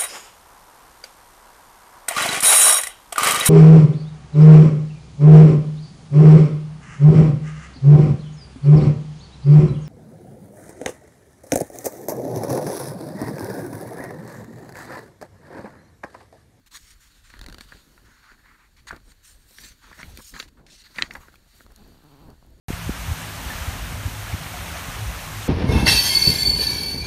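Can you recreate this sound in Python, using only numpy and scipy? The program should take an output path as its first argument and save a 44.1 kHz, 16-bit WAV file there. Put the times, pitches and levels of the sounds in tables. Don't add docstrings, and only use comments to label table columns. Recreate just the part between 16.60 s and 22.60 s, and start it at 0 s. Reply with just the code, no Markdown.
import sys
import numpy as np
from scipy import signal
from scipy.fft import rfft, irfft
from scipy.io import wavfile
from scipy.ndimage import uniform_filter1d, map_coordinates

SR = 44100
rng = np.random.default_rng(int(sys.argv[2]) if len(sys.argv) > 2 else 0)


def transcribe(signal):
    frames = np.atleast_2d(signal).T
    limited = np.clip(frames, -1, 1)
    pcm = np.round(limited * 32767).astype(np.int16)
    wavfile.write(sys.argv[1], SR, pcm)


N = 264600


def amp(db):
    return 10 ** (np.asarray(db) / 20)


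def unit(x):
    return x / np.sqrt(np.mean(x ** 2) + 1e-20)


def curves(rows):
    time_s, *columns = np.transpose(rows)
    return [np.interp(np.arange(N) / SR, time_s, column) for column in columns]


def wobble(knots_per_s):
    knots = rng.standard_normal(int(N * knots_per_s / SR) + 4)
    return map_coordinates(knots, [np.arange(N) * knots_per_s / SR])


def causal(db_of_hz, size=8192):
    level = amp(db_of_hz(np.fft.rfftfreq(size, 1 / SR)))
    cepstrum = irfft(np.log(level + 1e-6), size)
    cepstrum[1:size // 2] *= 2
    cepstrum[size // 2 + 1:] = 0
    return irfft(np.exp(rfft(cepstrum)), size)


def coloured(x, points):
    pitch_hz, level_db = np.transpose([(1, -120), *points, (SR / 2, -120)])
    kernel = causal(lambda hz: np.interp(np.log(hz + 1), np.log(pitch_hz), level_db))
    return signal.fftconvolve(x, kernel / np.linalg.norm(kernel))[:N]


def rubbing(points, grain_db, patchy_db, bright_hz=None, lift_db=0, width_hz=1):
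    grains = rng.standard_normal(N) * amp(grain_db)
    hz, t, spectrum = signal.stft(grains, SR, nperseg=256)
    frames = np.minimum((t * SR).astype(int), N - 1)
    patches = uniform_filter1d(rng.standard_normal(spectrum.shape), size=3, axis=0)
    patches = uniform_filter1d(patches, size=28, axis=1)
    spectrum = spectrum * amp((patchy_db * np.ones(N))[frames] * unit(patches))
    if bright_hz is not None:
        distance = (hz[:, None] - bright_hz[frames]) / width_hz
        spectrum = spectrum * amp(lift_db * np.exp(-distance ** 2))
    return unit(coloured(signal.istft(spectrum, nperseg=256)[1][:N], points))


ROOM_DB, ROOM_FADE_S, ROOM_TOP_HZ = -20.5, 0.052, 2442


def room(x):
    t = np.arange(SR // 4) / SR
    tail = rng.standard_normal(len(t)) * amp(-60 * t / ROOM_FADE_S) * (t > .004)
    tail = signal.lfilter(*signal.butter(2, ROOM_TOP_HZ, fs=SR), tail)
    return amp(ROOM_DB) * signal.fftconvolve(x, tail / np.linalg.norm(tail))[:N]


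HAND_SHIFTS = [(.12, -0.0003, -65.5, -63), (.32, 0.4058, -56.5, -72.5), (.42, 0.7866, -65, -83),
               (.65, 0.1315, -54.5, -65.5), (.82, 0.0947, -44, -57), (.9, 0.1166, -44, -53),
               (1.05, 0.0754, -52, -58), (1.15, 0.0159, -47, -54.5), (1.32, 0.27, -63, -61.5),
               (1.45, 0.0895, -52, -56), (1.722, 0.0088, -42.5, -52), (1.8, 0.3922, -60.5, -64),
               (2.21, -0.7765, -67, -73.5), (2.329, 0.0131, -43, -41.5), (2.4, -0.2418, -49.5, -65.5),
               (2.6, -0.3818, -60.5, -81.5), (2.76, 0.2967, -58, -77), (2.86, 0.301, -64.5, -65),
               (3.04, 0.0354, -46.5, -49), (3.109, 0.0115, -42, -55.5), (3.32, 0.3067, -55.5, -61),
               (3.39, 0.0383, -58.5, -49.5), (3.481, 0.0758, -40, -49), (3.742, 0.0236, -46.5, -44.5),
               (3.86, 0.0435, -47, -56.5), (3.99, 0.1448, -56.5, -56.5), (4.26, 0.3489, -57.5, -68.5),
               (4.38, 0.0473, -51, -53.5), (4.44, 0.0684, -45, -59), (4.5, 0.0661, -66, -49.5),
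               (4.58, 0.0623, -43.5, -54.5), (4.74, 0.095, -57.5, -61), (4.78, 0.06, -57, -82.5),
               (5.11, -0.2062, -54, -63), (5.26, 0.1625, -49, -57.5), (5.52, 0.0125, -48, -52),
               (5.63, -0.0229, -61.5, -50), (5.69, -0.0632, -45.5, -49), (5.78, 0.8881, -56.5, -67),
               (5.87, 0.073, -52.5, -58), (5.97, -0.31, -55, -67.5)]
RISE_SHARE = 0.602
STILL_DB = [-66, -71.5]


def shifts():
    t = np.arange(N) / SR
    power = np.c_[amp(STILL_DB)] ** 2 * np.ones(N)
    for peak_s, fall_s, *layers_db in HAND_SHIFTS:
        falling = (t - peak_s) / fall_s
        rising = (peak_s - t) / (RISE_SHARE * fall_s)
        swell = amp(-10 * np.maximum(falling, rising))
        power += np.outer(amp(layers_db), swell) ** 2
    return np.sqrt(power)


# pitch_hz, level_db
RUMBLE_TONE = [(12, -15.5), (25, -1.5), (45, 0.5), (80, -6), (130, -14.5), (300, -43.5)]
# pitch_hz, level_db
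PUFF_TONE = [(60, -28), (130, -2), (250, -0.5), (450, -8.5), (800, -13.5), (1500, -28.5)]


def hand():
    rumble_gain, puff_gain = shifts()
    lumps = wobble(11)
    rumble = rubbing(RUMBLE_TONE, 0.68 * lumps, patchy_db=1.0)
    puff = rubbing(PUFF_TONE, 1.0 * lumps + 2.6 * wobble(45), patchy_db=2.5)
    return rumble_gain * rumble + puff_gain * puff


# time_s, slips_per_s (before the unevenness), level_db
DRAGS = [
    [(5.155, 206, -67), (5.19, 204, -57), (5.235, 203, -51.5)],
    [(5.25, 60.295, -60), (5.33, 80.32, -60), (5.43, 61.35, -59)],
    [(5.43, 173.7, -53), (5.5, 150.56, -53.5), (5.558, 142.42, -50.5), (5.59, 151.33, -49.5),
     (5.625, 166, -51), (5.66, 167.65, -51), (5.69, 134.51, -51), (5.72, 130.02, -55)],
    [(5.71, 90, -56.5), (5.79, 62.46, -62.5)],
]
# pitch_hz, level_db
SKIN_TONE = [(80, -20), (150, 0), (300, -2.5), (600, -14.5), (850, -10.5), (1300, -21), (2000, -33.5)]
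STEADY_PER_S = 200


def drag():
    out = np.zeros(N)
    t = np.arange(N) / SR
    for points in DRAGS:
        rate, level_db = curves(points)
        unsteady = np.exp(.04 * (STEADY_PER_S / rate) ** 2 * wobble(50))
        turns = np.cumsum(rate * unsteady) / SR
        slips = np.diff(np.floor(turns), prepend=0)
        slips = slips * amp(2.165 * rng.standard_normal(N))
        start_s, end_s = points[0][0], points[-1][0]
        touch = np.clip(np.minimum(t - start_s, end_s - t) / 0.00807, 0, 1)
        out += touch * amp(level_db) * unit(coloured(slips - np.mean(slips), SKIN_TONE))
    return out


# start_s, page_hz (ring pitch), page_db, edge_db, fizz_db, sheen_db, thud_db,
# fade_s (base time to fall 60 dB, scaled for each band). Levels count the energy as spread over 5 ms.
PAPER_SNAPS = [(0.1718, 1720, -48.5, -45, -56.5, -62, -74.5, 0.00668),
               (0.7012, 1770.0, -51.5, -78.5, -61, -71, -57.5, 0.00818),
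               (0.7387, 1760, -44, -54.5, -68.5, -76.0, -53, 0.01223),
               (0.7672, 1630.0, -51.5, -56, -69.0, -75.0, -52.5, 0.01686),
               (1.1209, 1650, -40, -70, -72, -73.5, -47, 0.02487),
               (1.1696, 1750.0, -60.5, -55.5, -66, -67, -66, 0.0207),
               (1.377, 1520, -51, -70.5, -70.5, -79.0, -63, 0.00979),
               (1.7167, 1740, -49.5, -64.5, -72.0, -78.0, -56.5, 0.01894),
               (2.3071, 1600, -29, -54.5, -61.5, -62.5, -57.5, 0.01215),
               (2.3137, 1540.0, -51.5, -56, -52.5, -66, -58.5, 0.01206),
               (2.3273, 1470.0, -39.5, -70.5, -64, -65.5, -40.5, 0.02696),
               (2.345, 1240.0, -48.5, -66, -72, -74.0, -47, 0.01637),
               (2.3627, 1560, -51.5, -52.5, -56, -61.5, -45, 0.01706),
               (2.401, 1420.0, -63, -65, -76.0, -98.5, -68.5, 0.01311),
               (2.518, 1700, -58.5, -58.5, -69, -69.5, -64, 0.02098),
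               (2.908, 1810.0, -78, -66, -56.5, -74.0, -52, 0.02287),
               (2.9847, 1765, -41.5, -47, -58.5, -63.5, -58, 0.01151),
               (3.3124, 1020, -44.0, -71.5, -69.0, -72.5, -49.5, 0.0267),
               (3.3287, 1730, -44.5, -60.5, -68.5, -70, -50.5, 0.01334),
               (3.3996, 1650, -42.5, -53.5, -60, -63.5, -51.5, 0.01475),
               (3.4298, 2220, -35.5, -46.5, -66, -68.5, -43.5, 0.007697),
               (3.5739, 2190, -43.5, -43, -48, -44, -47, 0.005225),
               (3.5856, 1200.0, -64, -54, -53.5, -60, -47, 0.00908),
               (3.5947, 1450, -52.5, -57.5, -63.0, -64.5, -41, 0.02889),
               (3.7389, 1620, -41, -45, -61, -63, -46, 0.03084),
               (3.764, 1580.0, -37, -48, -65, -68, -53.5, 0.0203),
               (3.7993, 2040, -32.5, -28, -58.5, -57.5, -41.5, 0.021495),
               (3.8258, 2030, -47, -42, -55, -65, -45.5, 0.0148),
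               (4.065, 2240, -56.5, -53, -57, -72.5, -70, 0.02164),
               (4.3591, 1990, -49, -45, -55.0, -66, -48, 0.0341),
               (4.3843, 2120, -25.5, -33.5, -54, -63.5, -39, 0.015),
               (4.3875, 1790.0, -26, -47.5, -54.5, -63.5, -45, 0.02712),
               (4.4087, 1580.0, -48, -62.5, -63, -69.5, -42, 0.0186),
               (4.4223, 1930, -20.5, -16, -35, -53.5, -47.5, 0.00905),
               (4.4302, 1730.0, -42.5, -55.5, -56, -76, -38.5, 0.02727),
               (4.5084, 2200, -34.0, -44, -71.5, -76, -46, 0.012106),
               (4.5359, 1380.0, -65.5, -55, -47.5, -56, -45.5, 0.024),
               (4.5519, 1570, -35, -52, -67, -64.5, -48.5, 0.00779),
               (4.5552, 1500, -35.5, -53, -65.5, -67.0, -38.5, 0.00745),
               (4.5677, 1400.0, -69, -62.0, -64, -57, -56.5, 0.00915),
               (4.562, 920.0, -41, -66, -72.0, -70, -62, 0.03894),
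               (4.6825, 1570.0, -47.5, -65.5, -76.5, -74.0, -48, 0.013),
               (4.7406, 1250, -52.5, -58.5, -74.5, -78.5, -66, 0.0094),
               (4.756, 2370, -54, -51, -67, -62, -72.0, 0.009126),
               (5.0017, 1910, -57, -63, -76, -75.5, -57, 0.0062),
               (5.0068, 1300.0, -48.5, -66, -68.5, -69.5, -62.5, 0.00474),
               (5.064, 1210.0, -50.5, -62, -62.5, -79.5, -50, 0.005893),
               (5.12, 1299, -61, -71.5, -65.5, -62, -62.5, 0.00585),
               (5.277, 1500, -80, -80, -70.5, -63, -74.5, 0.005253),
               (5.35, 1503, -80, -80, -76.5, -69, -56.5, 0.00623),
               (5.44, 1494, -80, -80, -73.5, -64, -74.5, .006),
               (5.865, 1499, -80, -79, -73.5, -65.5, -74.5, .006),
               (5.905, 1500, -80, -79, -77.5, -68.5, -75, 0.006134),
               (5.161, 1480, -71, -57.5, -53, -56.5, -68.5, 0.0065),
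               (5.7026, 1360, -64, -62, -62.5, -61.5, -71, 0.00659),
               (5.848, 900.3, -62.5, -72.5, -80, -80, -57, 0.01175),
               (5.8245, 1000.0, -60, -75, -76, -80.5, -53.5, 0.01119)]
# start_s, strength_db
FLICKS = [(0.7916, -1.5), (0.813, 1.5), (0.841, -3.5), (0.8624, 3), (.885, 0), (.898, -2), (0.9252, -0.5),
          (0.944, 0.5), (0.9834, 0.5), (1.0084, 3.5)]
FLICK_HZ, FLICK_FADE_S = 1638.4, 0.013842
FLICK_DB = [-46.5, -45, -51.5, -58, -51]
# pitch_hz, level_db
EDGE_TONE = [(1800, -19.5), (2700, -6.5), (3500, -4.5), (4100, -0.5), (4600, 0.5), (5300, -17),
             (7000, -16.5)]
FIZZ_TONE = [(3500, -49), (5300, 2), (5800, 0), (6300, -3.5), (6900, -1), (7700, -5), (8800, -3),
             (9600, -3), (10500, -18), (13000, -36.5)]
SHEEN_TONE = [(8000, -32.5), (10500, -1.5), (12500, -1.5), (14500, -4), (16000, -8)]


def snaps():
    t = np.arange(SR // 8) / SR
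    fade_scale = np.array([[.95], [1.1], [1.2], [1.1], [1.3]])
    bands = np.zeros((5, N + len(t)))
    flicks = [(s, FLICK_HZ, *np.add(FLICK_DB, db), FLICK_FADE_S) for s, db in FLICKS]
    creases = flicks + PAPER_SNAPS
    for start_s, page_hz, *bands_db, fade_s in creases:
        soft = np.clip((bands_db[0] - bands_db[1]) / 22, 0, 1)
        attack = 1 - np.exp(-t / (0.00048 + 0.00045 * soft))
        burst = rng.standard_normal((5, len(t))) * attack * amp(-60 * t / (fade_scale * fade_s))
        burst[:4, SR // 4000] += 3.5 * (1 - soft)
        ring = np.sin(2 * np.pi * page_hz * t) * (1 - np.exp(-t / 0.0002544))
        ring = ring * amp(-60 * t / (0.003856 + 0.0028 * soft))
        burst[0] = signal.fftconvolve(burst[0], ring)[:len(t)]
        burst *= np.sqrt(SR / 200) / np.linalg.norm(burst, axis=1)[:, None]
        first = round(start_s * SR)
        bands[:, first:first + len(t)] += amp(bands_db)[:, None] * burst
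    out = bands[0, :N]
    for band, tone in zip(bands[1:], [EDGE_TONE, FIZZ_TONE, SHEEN_TONE, PUFF_TONE]):
        out = out + coloured(band[:N], tone)
    return out


# start_s, length_s, drone_db, scrape_db, hiss_db, sheen_db (levels mid-stroke),
# swell_db (change from start to end), drone_hz (brightest drone), hiss_hz (brightest hiss)
FINGER_STROKES = [(0.062, 0.02248, -62.5, -60, -57.5, -64, -1.5, 1694, 6400),
                  (0.111, 0.06526, -56, -51, -50.5, -59, 13, 1772, 6100),
                  (0.184, 0.06154, -69, -61.5, -59.5, -65.5, -2, 2002, 7000),
                  (0.241, 0.09394, -64, -59.5, -57, -65.5, 2, 2003, 6796),
                  (0.403, 0.09654, -66, -65, -62, -68.5, -4.5, 1818, 7097),
                  (0.498, 0.10745, -68.5, -63.5, -63.5, -75, 2, 1858, 7107),
                  (0.636, 0.09039, -61, -59, -60.5, -75, 4.5, 1696, 7888),
                  (0.729, 0.0553, -58, -60.5, -66, -73.5, 0, 1650, 7602),
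                  (0.82, 0.0225, -60.5, -61.5, -62, -72, 6, 1690, 7800),
                  (0.874, 0.0864, -64.5, -65, -68.5, -73, 5, 1400, 7786),
                  (0.963, 0.0543, -65.5, -62, -70, -73.5, 5.5, 1700, 7700),
                  (1.007, 0.05661, -61.5, -56.5, -59.5, -67, -7, 1687, 7700),
                  (1.065, 0.17036, -63, -61, -64.5, -70, -7, 1596, 7700),
                  (1.212, 0.2228, -71, -71, -69.5, -71.5, -4, 1405, 7300),
                  (1.444, 0.19253, -61, -68, -68, -75, -3.5, 1614, 6294),
                  (1.626, 0.12116, -55.5, -64, -68, -73.5, -1, 1674, 6000),
                  (1.778, 0.04628, -62.5, -75, -74.5, -77.5, 0.5, 1619, 7800),
                  (1.836, 0.13415, -57, -71.5, -72.5, -78.5, -4.5, 1816, 7795),
                  (1.981, 0.0902, -59.5, -73.5, -74, -82.5, -0.5, 1625, 7196),
                  (2.167, 0.04558, -59.5, -63, -66, -77.5, -6.5, 2132, 7192),
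                  (2.27, 0.02349, -41, -43, -44.5, -57.5, 10.5, 1443, 6600),
                  (2.291, 0.09215, -52, -65, -66, -73, -14.5, 1341, 7395),
                  (2.44, 0.08335, -69, -65.5, -62.5, -74.5, 12.5, 1574, 8199),
                  (2.637, 0.13045, -66.5, -62.5, -56.5, -66, -6.5, 1698, 8600),
                  (2.767, 0.1331, -74.5, -73, -66.5, -73, 3.5, 1782, 8700),
                  (2.881, 0.08877, -68.5, -62, -58.5, -63, 4.5, 1749, 8600),
                  (2.96, 0.0688, -61, -56.5, -52, -59.5, 10.5, 1934, 7600),
                  (3.032, 0.10101, -56, -51.5, -52.5, -59, -14.5, 1934, 6997),
                  (3.222, 0.12975, -53.5, -58.5, -62, -71, 1, 1686, 7396),
                  (3.341, 0.05372, -59, -62, -59.5, -64.5, 8, 1517, 7396),
                  (3.39, 0.03104, -45.5, -57.5, -51.5, -64, 4, 1349, 6799),
                  (3.416, 0.1446, -60.5, -57.5, -57, -60.5, -1.5, 1734, 7399),
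                  (3.56, 0.02796, -65.5, -57.5, -59, -64, 1.5, 2165, 7601),
                  (3.589, 0.02301, -54, -62, -56, -59.5, -2.5, 1301, 7594),
                  (3.609, 0.12, -73, -56.5, -53, -56, 1, 2272, 6900),
                  (3.735, 0.05308, -46.5, -53.5, -53.5, -61, 5.5, 1660, 6660),
                  (3.791, 0.07208, -54, -53, -55, -61, -14, 1972, 6494),
                  (3.877, 0.01268, -60.5, -56.5, -61, -67, 10, 2182, 7200),
                  (3.971, 0.05087, -63.5, -78, -77.5, -84, -9.5, 1132, 8396),
                  (4.067, 0.03491, -64, -63, -62, -73.5, 3, 1901, 5998),
                  (4.101, 0.06956, -64.5, -53, -54, -67.5, 0.5, 2364, 5601),
                  (4.178, 0.05102, -64.5, -55.5, -57.5, -69, 2.5, 2091, 5997),
                  (4.238, 0.04087, -59, -53.5, -64.5, -68, 3, 2052, 6797),
                  (4.298, 0.05827, -67.5, -61, -71.5, -73.5, 6.5, 1965, 7197),
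                  (4.343, 0.06075, -49.5, -54, -56.5, -63.5, 14, 1888, 7705),
                  (4.41, 0.07816, -48, -52, -60, -70.5, -14.5, 1543, 6296),
                  (4.501, 0.09213, -52.5, -66.5, -61.5, -66, -1, 1086, 7795),
                  (4.551, 0.027, -53.5, -66, -66, -70, -6, 900.1, 7700),
                  (4.604, 0.1205, -59, -68, -65.5, -67.5, -13.5, 1455, 7297),
                  (4.72, 0.05, -67.5, -67.5, -68.5, -71.5, -3, 1740, 7407),
                  (4.873, 0.08533, -71.5, -66, -67, -72, 7.5, 1970, 8000),
                  (4.952, 0.1034, -68.5, -63.5, -63, -64, -4.5, 1618, 7700),
                  (5.101, 0.02882, -64.5, -70.5, -73, -73, 1.5, 1377, 7700),
                  (5.146, 0.25, -70, -66, -71, -72, -2.5, 1280, 7808),
                  (5.397, 0.31975, -65, -66.5, -73.5, -71.5, -1, 981.2, 8400)]
# time_s, level_db (before the offsets below)
REST_HISS = [(0, -76), (.1, -76.5), (.3, -68.5), (.75, -70), (.85, -72.5), (1.1, -69.5), (2.1, -73),
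             (3.15, -68.5), (3.8, -66.5), (3.9, -74.5), (4.05, -79), (4.3, -64.5), (4.83, -71), (6, -73)]
REST_OFFSET_DB = [0.5, 2, 1, -2.5]
REST_BRIGHT_HZ = [1700, 7600]
LAND_S, LAND_PER_S, LIFT_S, LIFT_SHARE = 0.0022, 1.3, .003, 0.3697


def contact():
    t = np.arange(N) / SR
    power = amp(curves(REST_HISS)[0] + np.c_[REST_OFFSET_DB]) ** 2
    bright = np.c_[REST_BRIGHT_HZ] * power[::2]
    for start_s, length_s, *layers_db, swell_db, drone_hz, hiss_hz in FINGER_STROKES:
        land_s = LAND_S + LAND_PER_S * length_s ** 2
        lift_s = LIFT_S + LIFT_SHARE * length_s
        first = max(round((start_s - land_s) * SR), 0)
        near = slice(first, round((start_s + length_s + lift_s) * SR))
        since = t[near] - start_s
        touch = np.clip(np.minimum(since / land_s, (length_s - since) / lift_s) + .5, 0, 1)
        swell = amp(swell_db * np.clip(since / length_s - .5, -.5, .5))
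        stroke = np.outer(amp(layers_db), touch * swell) ** 2
        power[:, near] += stroke
        bright[:, near] += np.c_[[drone_hz, hiss_hz]] * stroke[::2]
    return np.sqrt(power), bright / power[::2]


# pitch_hz, level_db
PAGE_TONE = [(500, -38), (900, -4), (1300, -2.5), (1700, -2), (2300, -4.5), (2800, -13), (4000, -26.5)]
SHEEN_RATIO = 1.5


def fingers():
    gains, (drone_hz, hiss_hz) = contact()
    press = np.clip(np.log10(gains / amp(-73.5)), .15, 1.1)
    catch = 0.78 * wobble(24.915) + 1.4 * wobble(90)
    drone_grain = press[0] * (1.2 * catch + 1.8 * wobble(350))
    drone = rubbing(PAGE_TONE, drone_grain, 3 * press[0], drone_hz, lift_db=6.659, width_hz=640)
    scrape_grain = press[1] * (0.76 * catch + 1.0 * wobble(500))
    scrape = rubbing(EDGE_TONE, scrape_grain, 2.7963 * press[1])
    hiss_grain = press[2] * (0.86 * catch + 1.4 * wobble(700))
    hiss = rubbing(FIZZ_TONE, hiss_grain, 3.9 * press[2], hiss_hz, lift_db=4.756, width_hz=1400)
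    sheen_grain = press[3] * (1.3864 * catch + 2.2 * wobble(500))
    sheen_hz = SHEEN_RATIO * hiss_hz
    sheen = rubbing(SHEEN_TONE, sheen_grain, 2.8 * press[3], sheen_hz, lift_db=3, width_hz=1400)
    return np.sum(gains * [drone, scrape, hiss, sheen], axis=0)


def scene():
    cracks = snaps()
    return (room(cracks) + hand() + drag() + cracks + fingers())[None]


# pitch_hz, width_hz, level_db
PORT_BANDS = [(2585, 400, 1), (5282.7, 631, -2.5), (7650, 360, -3), (10687, 200, -6.5)]
TOP_HZ = 15750


def record(dry):
    def port_db(hz):
        return sum(level_db / (1 + ((hz - pitch_hz) / width_hz) ** 2)
                   for pitch_hz, width_hz, level_db in PORT_BANDS)

    heard = signal.fftconvolve(dry[0], causal(port_db))[:N]
    passed = np.fft.rfftfreq(N, 1 / SR) < TOP_HZ
    return irfft(rfft(heard) * passed, N)[None]


dry = scene()
out = record(dry)
transcribe(out)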